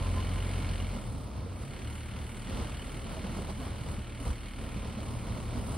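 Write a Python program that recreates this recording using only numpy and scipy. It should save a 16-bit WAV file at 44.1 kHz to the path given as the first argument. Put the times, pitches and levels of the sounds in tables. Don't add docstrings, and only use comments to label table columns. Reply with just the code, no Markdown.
import sys
import numpy as np
from scipy import signal
from scipy.fft import rfft, irfft, next_fast_len
from scipy.io import wavfile
from scipy.ndimage import uniform_filter1d

SR = 44100
rng = np.random.default_rng(int(sys.argv[2]) if len(sys.argv) > 2 else 0)


def master_out(mix):
    frames = np.transpose(np.atleast_2d(mix))
    ceiling = np.clip(frames, -1, 1)
    pcm = np.round(ceiling * 32767).astype(np.int16)
    wavfile.write(sys.argv[1], SR, pcm)


def to_linear_factor(level_db):
    exponent = np.asarray(level_db, float) / 20
    return 10 ** exponent


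N = 254456
SIZE = next_fast_len(N)
TIME = np.arange(N) / SR
FREQ = np.fft.rfftfreq(SIZE, 1 / SR)
MID_LOAD_DB = -53


def curves(table):
    s, *columns = np.transpose(table)
    return [np.interp(TIME, s, c) for c in columns]


def unit(x):
    return x / np.sqrt(np.mean(x ** 2))


def noise():
    return rng.standard_normal((2, N))


def colour(x, spectrum):
    hz, db = np.transpose(spectrum)
    gain = to_linear_factor(np.interp(np.log(FREQ + 1), np.log(hz), db))
    return irfft(rfft(x, SIZE) * gain, SIZE)[..., :N]


def ring(x, hz, width_hz):
    return signal.lfilter(*signal.iirpeak(hz, hz / width_hz, fs=SR), x)


def modes(x, table):
    return sum(to_linear_factor(db) * ring(x, hz, width_hz) for hz, width_hz, db in table)


def walk(rate):
    hold = int(SR / rate)
    steps = np.repeat(rng.standard_normal(N // hold + 1), hold)
    return unit(uniform_filter1d(uniform_filter1d(steps, hold), hold)[:N])


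def burst(s, decay_s, rise_s):
    span = slice(int(s * SR), min(int((s + .3) * SR), N))
    age = np.maximum(TIME[span] - s, 0)
    return span, age, (1 - np.exp(-age / rise_s)) * np.exp(-age / decay_s)


def rings(table, rise_s, gain_db, decay_s):
    out = np.zeros((2, N))
    for s, db, hz in table:
        span, age, shape = burst(s, decay_s, rise_s)
        out[0, span] += to_linear_factor(db + gain_db) * shape * np.sin(2 * np.pi * hz * age)
    return out


def swells(rows):
    return sum(to_linear_factor(db) * np.exp(-2 * ((TIME - s) / max(length_s, .01)) ** 2) for s, db, length_s in rows)


# centre in seconds, level in dB,
# length in seconds.
PANEL_SQUEAKS = [(.06, -54, 0.11), (.172, -45.5, 0.019), (.198, -44, 0.015), (.27, -56, .012),
                 (.35, -58, .07), (.55, -59, 0.24), (4.82, -60, .1)]
# start in seconds, peak in dB, pitch in Hz.
ENGINE_PINGS = [(.138, -43, 2200), (.402, -43, 2900), (.492, -41, 2050), (.622, -45, 2980), (.8, -36, 2890),
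                (2.6702, -45, 3110), (2.6963, -53.5, 2930), (2.7457, -45, 2870), (2.796, -42, 2890),
                (2.8189, -40, 3040), (2.8439, -46, 2180), (2.8938, -44, 3090), (3.167, -42, 2920),
                (4.509, -45, 2200), (5.0557, -45, 2200)]
# start in seconds, peak in dB, pitch in Hz.
BED_KNOCKS = [(1.461, -38, 470), (1.613, -41, 500), (2.877, -42, 557), (3.119, -50, 453), (3.173, -38, 633),
              (3.388, -34, 390), (3.615, -41, 693), (4.198, -44, 427)]
# start in seconds, peak in dB, pitch in Hz.
BODY_BOUNCES = [(0.164, -41, 75.4), (0.27, -45, 136), (0.309, -45, 76), (0.34, -35, 136), (0.669, -31, 76),
                (1.598, -23.5, 62.5), (2.199, -29, 75.4), (2.579, -42, 72), (2.719, -21, 73),
                (3.12, -30, 61.6), (3.17, -32, 70), (3.849, -35, 72.84), (4.209, -49, 75.8),
                (4.259, -21, 63.5), (4.289, -20, 64), (4.389, -43, 74.6), (4.719, -36, 71)]


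def rattles():
    hz, width_hz = 1030, 24
    rough = unit(ring(ring(noise(), hz, width_hz), hz, width_hz))
    note = np.sin(2 * np.pi * hz * TIME + 0.49 * walk(27.7))
    song = to_linear_factor(-5) * rough + [[np.sqrt(2)], [0]] * note
    pings = rings(ENGINE_PINGS, rise_s=0.00076, gain_db=1.6, decay_s=0.005)
    knocks = rings(BED_KNOCKS, rise_s=0.00055, gain_db=-0.7, decay_s=0.014)
    bounces = rings(BODY_BOUNCES, rise_s=0.016, gain_db=-1.2, decay_s=0.023)
    return swells(PANEL_SQUEAKS) * song + pings + knocks + bounces


# start in seconds, peak in dB, ring in Hz.
WHEEL_DROPS = [(0.154, -24, 214), (0.321, -40, 180), (0.411, -44, 178), (0.553, -38, 248),
               (0.594, -35, 251), (1.068, -32, 210), (2.154, -29.5, 244.8), (2.456, -34, 188.9),
               (2.594, -26, 232), (2.876, -39, 241), (3.106, -28, 187), (3.236, -23, 192),
               (3.381, -30, 177.6), (3.495, -30, 205), (3.543, -35, 204.3), (3.589, -29.5, 272),
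               (3.977, -29.5, 208.3), (4.198, -28.5, 276), (4.25, -26.5, 180), (4.664, -29.5, 265),
               (4.764, -31, 214), (4.84, -27, 178), (4.901, -33, 208), (4.969, -26.5, 213),
               (5.365, -27, 207), (5.551, -29, 242), (5.672, -25, 252)]


def bumps():
    out = np.zeros((2, N))
    hiss = unit(colour(noise(), SNOW_COLOUR))
    thump_hz = BODY_MODES[0][0]
    for s, db, hz in WHEEL_DROPS:
        span, age, crack = burst(s, .022, 0.021)
        ringing = burst(s, 0.011, 0.01)[2] * np.sin(2 * np.pi * hz * age)
        thump = burst(s, 0.025, 0.006)[2] * np.sin(2 * np.pi * thump_hz * age)
        out[:, span] += to_linear_factor(db - 6.0) * crack * hiss[:, span]
        out[0, span] += to_linear_factor(db + 2.0) * ringing + to_linear_factor(db - 27) * thump
    return out


# time in seconds, level in dB.
SNOW_DEPTH = [(0, -44), (.9, -45.5), (1.55, -51), (2.35, -53), (3.3, -46), (4.1, -55.5), (4.5, -54),
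              (5, -47), (5.77, -44)]
# centre in seconds, crunch in dB, length in seconds,
# rumble minus crunch in dB.
CRUST_PATCHES = [(0.024, -52.5, 0.097, 6), (0.17, -62, 0.087, 13), (.34, -55.5, 0.059, 16.5),
                 (0.583, -58, 0.094, 3), (0.957, -56, 0.049, 9), (1.112, -66.5, 0.14, 23),
                 (1.414, -64.5, 0.12, 16), (1.62, -59, 0.021, -7), (2.2, -56, 0.075, 9),
                 (2.582, -46.5, 0.15, 2), (2.878, -53, 0.04, -11), (3.127, -53.5, 0.04, 9),
                 (3.28, -66, 0.054, 15), (3.39, -54, 0.12, 7), (3.502, -44.5, 0.02, -3),
                 (3.645, -49, 0.081, 4), (3.794, -57, 0.079, 7), (3.9, -48, 0.069, 5),
                 (3.97, -66, 0.055, 19), (4.208, -51, 0.019, 11), (4.284, -44.5, 0.066, 3),
                 (4.62, -55, 0.069, 8.5), (4.772, -61, 0.054, 21), (4.88, -51.5, 0.046, 7.5),
                 (5.125, -61.5, 0.13, 15.5), (5.36, -55.5, 0.13, 13.5), (5.585, -56, 0.041, 11),
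                 (5.737, -53, 0.089, -2)]


def crush():
    depth_db, = curves(SNOW_DEPTH)
    crunch = swells([(s, db, length_s) for s, db, length_s, _ in CRUST_PATCHES])
    rumble = swells([(s, db + low_db, length_s) for s, db, length_s, low_db in CRUST_PATCHES])
    return to_linear_factor(depth_db) + crunch, to_linear_factor(depth_db + 2.5) + rumble


# pitch in Hz, level in dB.
SNOW_COLOUR = [(25, -28), (45, 4), (125, -0.5), (160, -4.5), (220, -1.5), (340, -14.5), (550, -8.5),
               (780, -14), (1050, -13), (1350, -16.5), (1650, -31), (4000, -26), (16000, -47.5)]
# pitch in Hz, width in Hz, level in dB.
BODY_MODES = [(67.9, 15.6, 6), (105.2, 20.4, 0.5), (187, 9.2, -4), (220, 21.3, -9), (268, 47, -16.5)]


def tyres(load_db, snow, rumble):
    size = to_linear_factor(2.5 * np.minimum(rng.exponential(size=N), 4))
    grains = (rng.random(N) < 900 / SR) * size
    grains = uniform_filter1d(grains, size=150) * to_linear_factor(1.8 * walk(12))
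    crunch = colour(noise() * (0.69 + unit(grains) * .5), SNOW_COLOUR)
    tread = signal.sosfiltfilt(signal.butter(2, 320, fs=SR, output="sos"), crunch)
    boom = unit(modes(noise() * to_linear_factor(1.38 * walk(15)), BODY_MODES))
    engine_shake = to_linear_factor(-41 + 0.31 * (load_db - MID_LOAD_DB))
    shake = np.hypot(engine_shake, to_linear_factor(3) * snow)
    upper = snow * to_linear_factor(-3.6) * unit(crunch - tread)
    lower = rumble * to_linear_factor(0.61 * walk(15)) * unit(tread)
    return upper + lower + to_linear_factor(-3.5) * shake * boom


# pitch in Hz, width in Hz, level in dB.
BLOCK_MODES = [(1368, 69, 3.5), (2182, 180, 3.5), (2750, 200, -5.5), (3000, 214, 2), (4337, 320, -3),
               (5870, 22, 0), (7440, 130, -33)]
# pitch in Hz, level in dB.
GAS_COLOUR = [(700, -7.5), (1500, 1.5), (2500, -1.5), (3600, -4.5), (5200, -34), (7000, -6.5),
              (10500, -10.5), (11300, -13.5), (12600, -24.5), (16000, -24)]


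def clatter(turns, hz, load_db, snow):
    turns = turns + .034 * (hz - 38.5)
    count = turns.astype(int)
    age = turns % 1 / hz
    chance = rng.standard_normal((count[-1] + 1, len(BLOCK_MODES) + 1)).T
    knock = (1 - np.exp(-age / 0.0027)) * np.exp(-age / 0.0078)
    knock = unit(to_linear_factor(1.5 * chance[0][count]) * knock)
    strike = np.diff(count, prepend=count[0]) * to_linear_factor(28.5) * [[1], [0]]
    strike = np.roll(strike, int(.002 * SR), axis=1)
    block = np.zeros((2, N))
    for (mode_hz, width_hz, db), luck in zip(BLOCK_MODES, chance[1:]):
        luck = luck[count]
        rough = noise() * (0.47 + 0.63 * knock * to_linear_factor(1.1 * luck))
        edge = strike * np.sign(luck) * to_linear_factor(3 * (abs(luck) - 1.0))
        block += to_linear_factor(db) * ring(rough + edge, mode_hz, width_hz)
    gas = unit(colour(noise() * (1 + 0.39 * knock) * to_linear_factor(0.63 * walk(9)), GAS_COLOUR))
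    top = signal.sosfilt(signal.butter(2, 5500, "high", fs=SR, output="sos"), gas)
    fan = to_linear_factor(-62.5 + 0.75 * (load_db - MID_LOAD_DB))
    spray = to_linear_factor(-17) * snow
    hiss = np.hypot(fan, spray) * to_linear_factor(1.3 * walk(11))
    return to_linear_factor(load_db) * (to_linear_factor(-3.5) * unit(block) + to_linear_factor(-0.5) * (gas - top)) + to_linear_factor(10.5) * hiss * top


# pitch in Hz, width in Hz, level in dB.
PIPE_MODES = [(44.2, 8, -35), (64.5, 6, -43.5), (76.1, 6.5, -41.5), (90.5, 13.2, -35), (112.3, 10, -36),
              (136, 7.9, -38.5), (180, 60, -51)]
PIPE_SWING = [1, -1, -1, 1, -1, 1, -1]
MULTIPLES_DB = [-1, -1, -6.5, -6.5]


def pipe(hz):
    gain = 0
    for sign, (centre_hz, width_hz, db) in zip(PIPE_SWING, PIPE_MODES):
        gain = gain + sign * to_linear_factor(db) / (1 + (2 * (hz - centre_hz) / width_hz) ** 2)
    return gain


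def exhaust(turns, hz, load_db):
    climb = np.maximum(np.gradient(hz) * SR, 0)
    pull_db = 0.08 * uniform_filter1d(climb, size=SR // 10) + 0.19 * (load_db - MID_LOAD_DB)
    drone = np.zeros(N)
    for k, db in enumerate(MULTIPLES_DB):
        level = pipe((k + 1) * hz) * to_linear_factor(db + pull_db + 1.4 * walk(4.6))
        phase = 2 * np.pi * (k + 1) * turns + 1.51 * k - .45 + 0.17 * walk(9)
        drone += level * np.sqrt(2) * np.sin(phase)
    shell = to_linear_factor(-56.5) * unit(ring(noise(), 217, 3.1))
    return np.array([drone, 0 * drone]) + shell


# pitch in Hz, lead of the left in radians, likeness from 0 to 1,
# left minus right in dB.
PORT_PAIR = [(50, 0, 1, 0), (100, 0, .84, .5), (300, 0, .86, -2.5), (750, 0, .55, -3), (1600, 1.1, .6, 0),
             (2300, .1, .96, .5), (3300, -.2, .84, -1), (4300, -.3, .84, -2), (5100, -1, .45, -2),
             (5500, 2.3, .62, -2.5), (6500, 2.5, .75, -1), (7200, 3.14, .93, 0), (9350, 6.28, .9, 0),
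             (15900, 12.6, .85, 0)]


def ports(shared, apart):
    hz, *columns = np.transpose(PORT_PAIR)
    lead, alike, pan_db = (np.interp(FREQ, hz, c) for c in columns)
    mid = rfft(shared, SIZE) * np.sqrt((1 + alike) / 2)
    side = rfft(apart, SIZE) * np.sqrt((1 - alike) / 2)
    tilt = to_linear_factor(pan_db / 2) * np.exp(.5j * lead)
    return irfft(np.array([(mid + side) * tilt, (mid - side) / tilt]), SIZE)[:, :N]


# time in seconds, firing rate in Hz.
ENGINE_REVS = [(0, 43.75), (.3, 45.22), (.6, 45.2), (.88, 44.85), (1, 40.21), (1.22, 33.1), (1.5, 30.45),
               (1.75, 35.45), (2, 37.88), (2.3, 38.72), (2.65, 40.32), (3.2, 40.15), (3.55, 38.6),
               (4.15, 38.21), (4.5, 39.09), (4.85, 38.34), (5.3, 37.57), (5.77, 38.09)]
# time in seconds, level in dB.
THROTTLE = [(0, -49.5), (.25, -48.5), (.78, -48.5), (1, -55.5), (1.2, -62.5), (1.53, -59.5), (1.74, -52),
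            (2.4, -52.5), (2.57, -50), (3, -52.5), (3.1, -51.5), (4.12, -54.5), (4.3, -52), (5.1, -54),
            (5.77, -54.5)]


def scene():
    hz, = curves(ENGINE_REVS)
    load_db, = curves(THROTTLE)
    snow, rumble = crush()
    turns = np.cumsum(hz) / SR
    engine = exhaust(turns, hz, load_db) + clatter(turns + .87, hz, load_db, snow)
    return ports(*(engine + tyres(load_db, snow, rumble) + bumps() + rattles()))


# pitch in Hz, level under the other in dB.
STEREO_DROP = [(2000, -30), (2400, -11), (4600, -10), (5200, -12), (6500, -8.5), (7200, -8), (7900, -5),
               (8600, -2), (10000, -3), (10700, -5), (12000, -2.5), (13500, -2.5), (14200, -4), (15000, -3)]


def joint_stereo(x):
    frame = dict(fs=SR, window="cosine", nperseg=2048, noverlap=1024)
    hz, _, pair = signal.stft(np.array([x[0] + x[1], x[0] - x[1]]) / 2, **frame)
    edges = np.r_[320 / 1.1 ** np.arange(16, 0, -1), np.arange(320, 1024, 32)]
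    band = np.searchsorted(edges, np.arange(len(hz)), "right")
    lines = np.bincount(band)
    power = np.array([np.sum(abs(pair[:, band == b]) ** 2, axis=1) for b in range(band[-1] + 1)])
    other = power[:, ::-1]
    drop_db = np.interp(np.bincount(band, hz) / lines, *np.transpose(STEREO_DROP), left=-99)
    strong = power > other * to_linear_factor(2 * drop_db)[:, None, None]
    floor = other * (to_linear_factor(2 * (drop_db - 4.5)) / lines)[:, None, None]
    keep = strong[band].transpose(1, 0, 2) & (abs(pair) ** 2 > floor[band].transpose(1, 0, 2))
    keep = keep & (hz < 15770)[:, None]
    mid, side = signal.istft(pair * keep, **frame)[1][:, :N]
    return np.array([mid + side, mid - side])


def low_pass(x):
    return signal.sosfilt(signal.butter(12, 15900, fs=SR, output="sos"), x)


def record(dry):
    dry = signal.sosfilt(signal.butter(2, 30, "high", fs=SR, output="sos"), dry)
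    mix = joint_stereo(dry)
    return low_pass(mix)


dry = scene()
out = record(dry)
master_out(out)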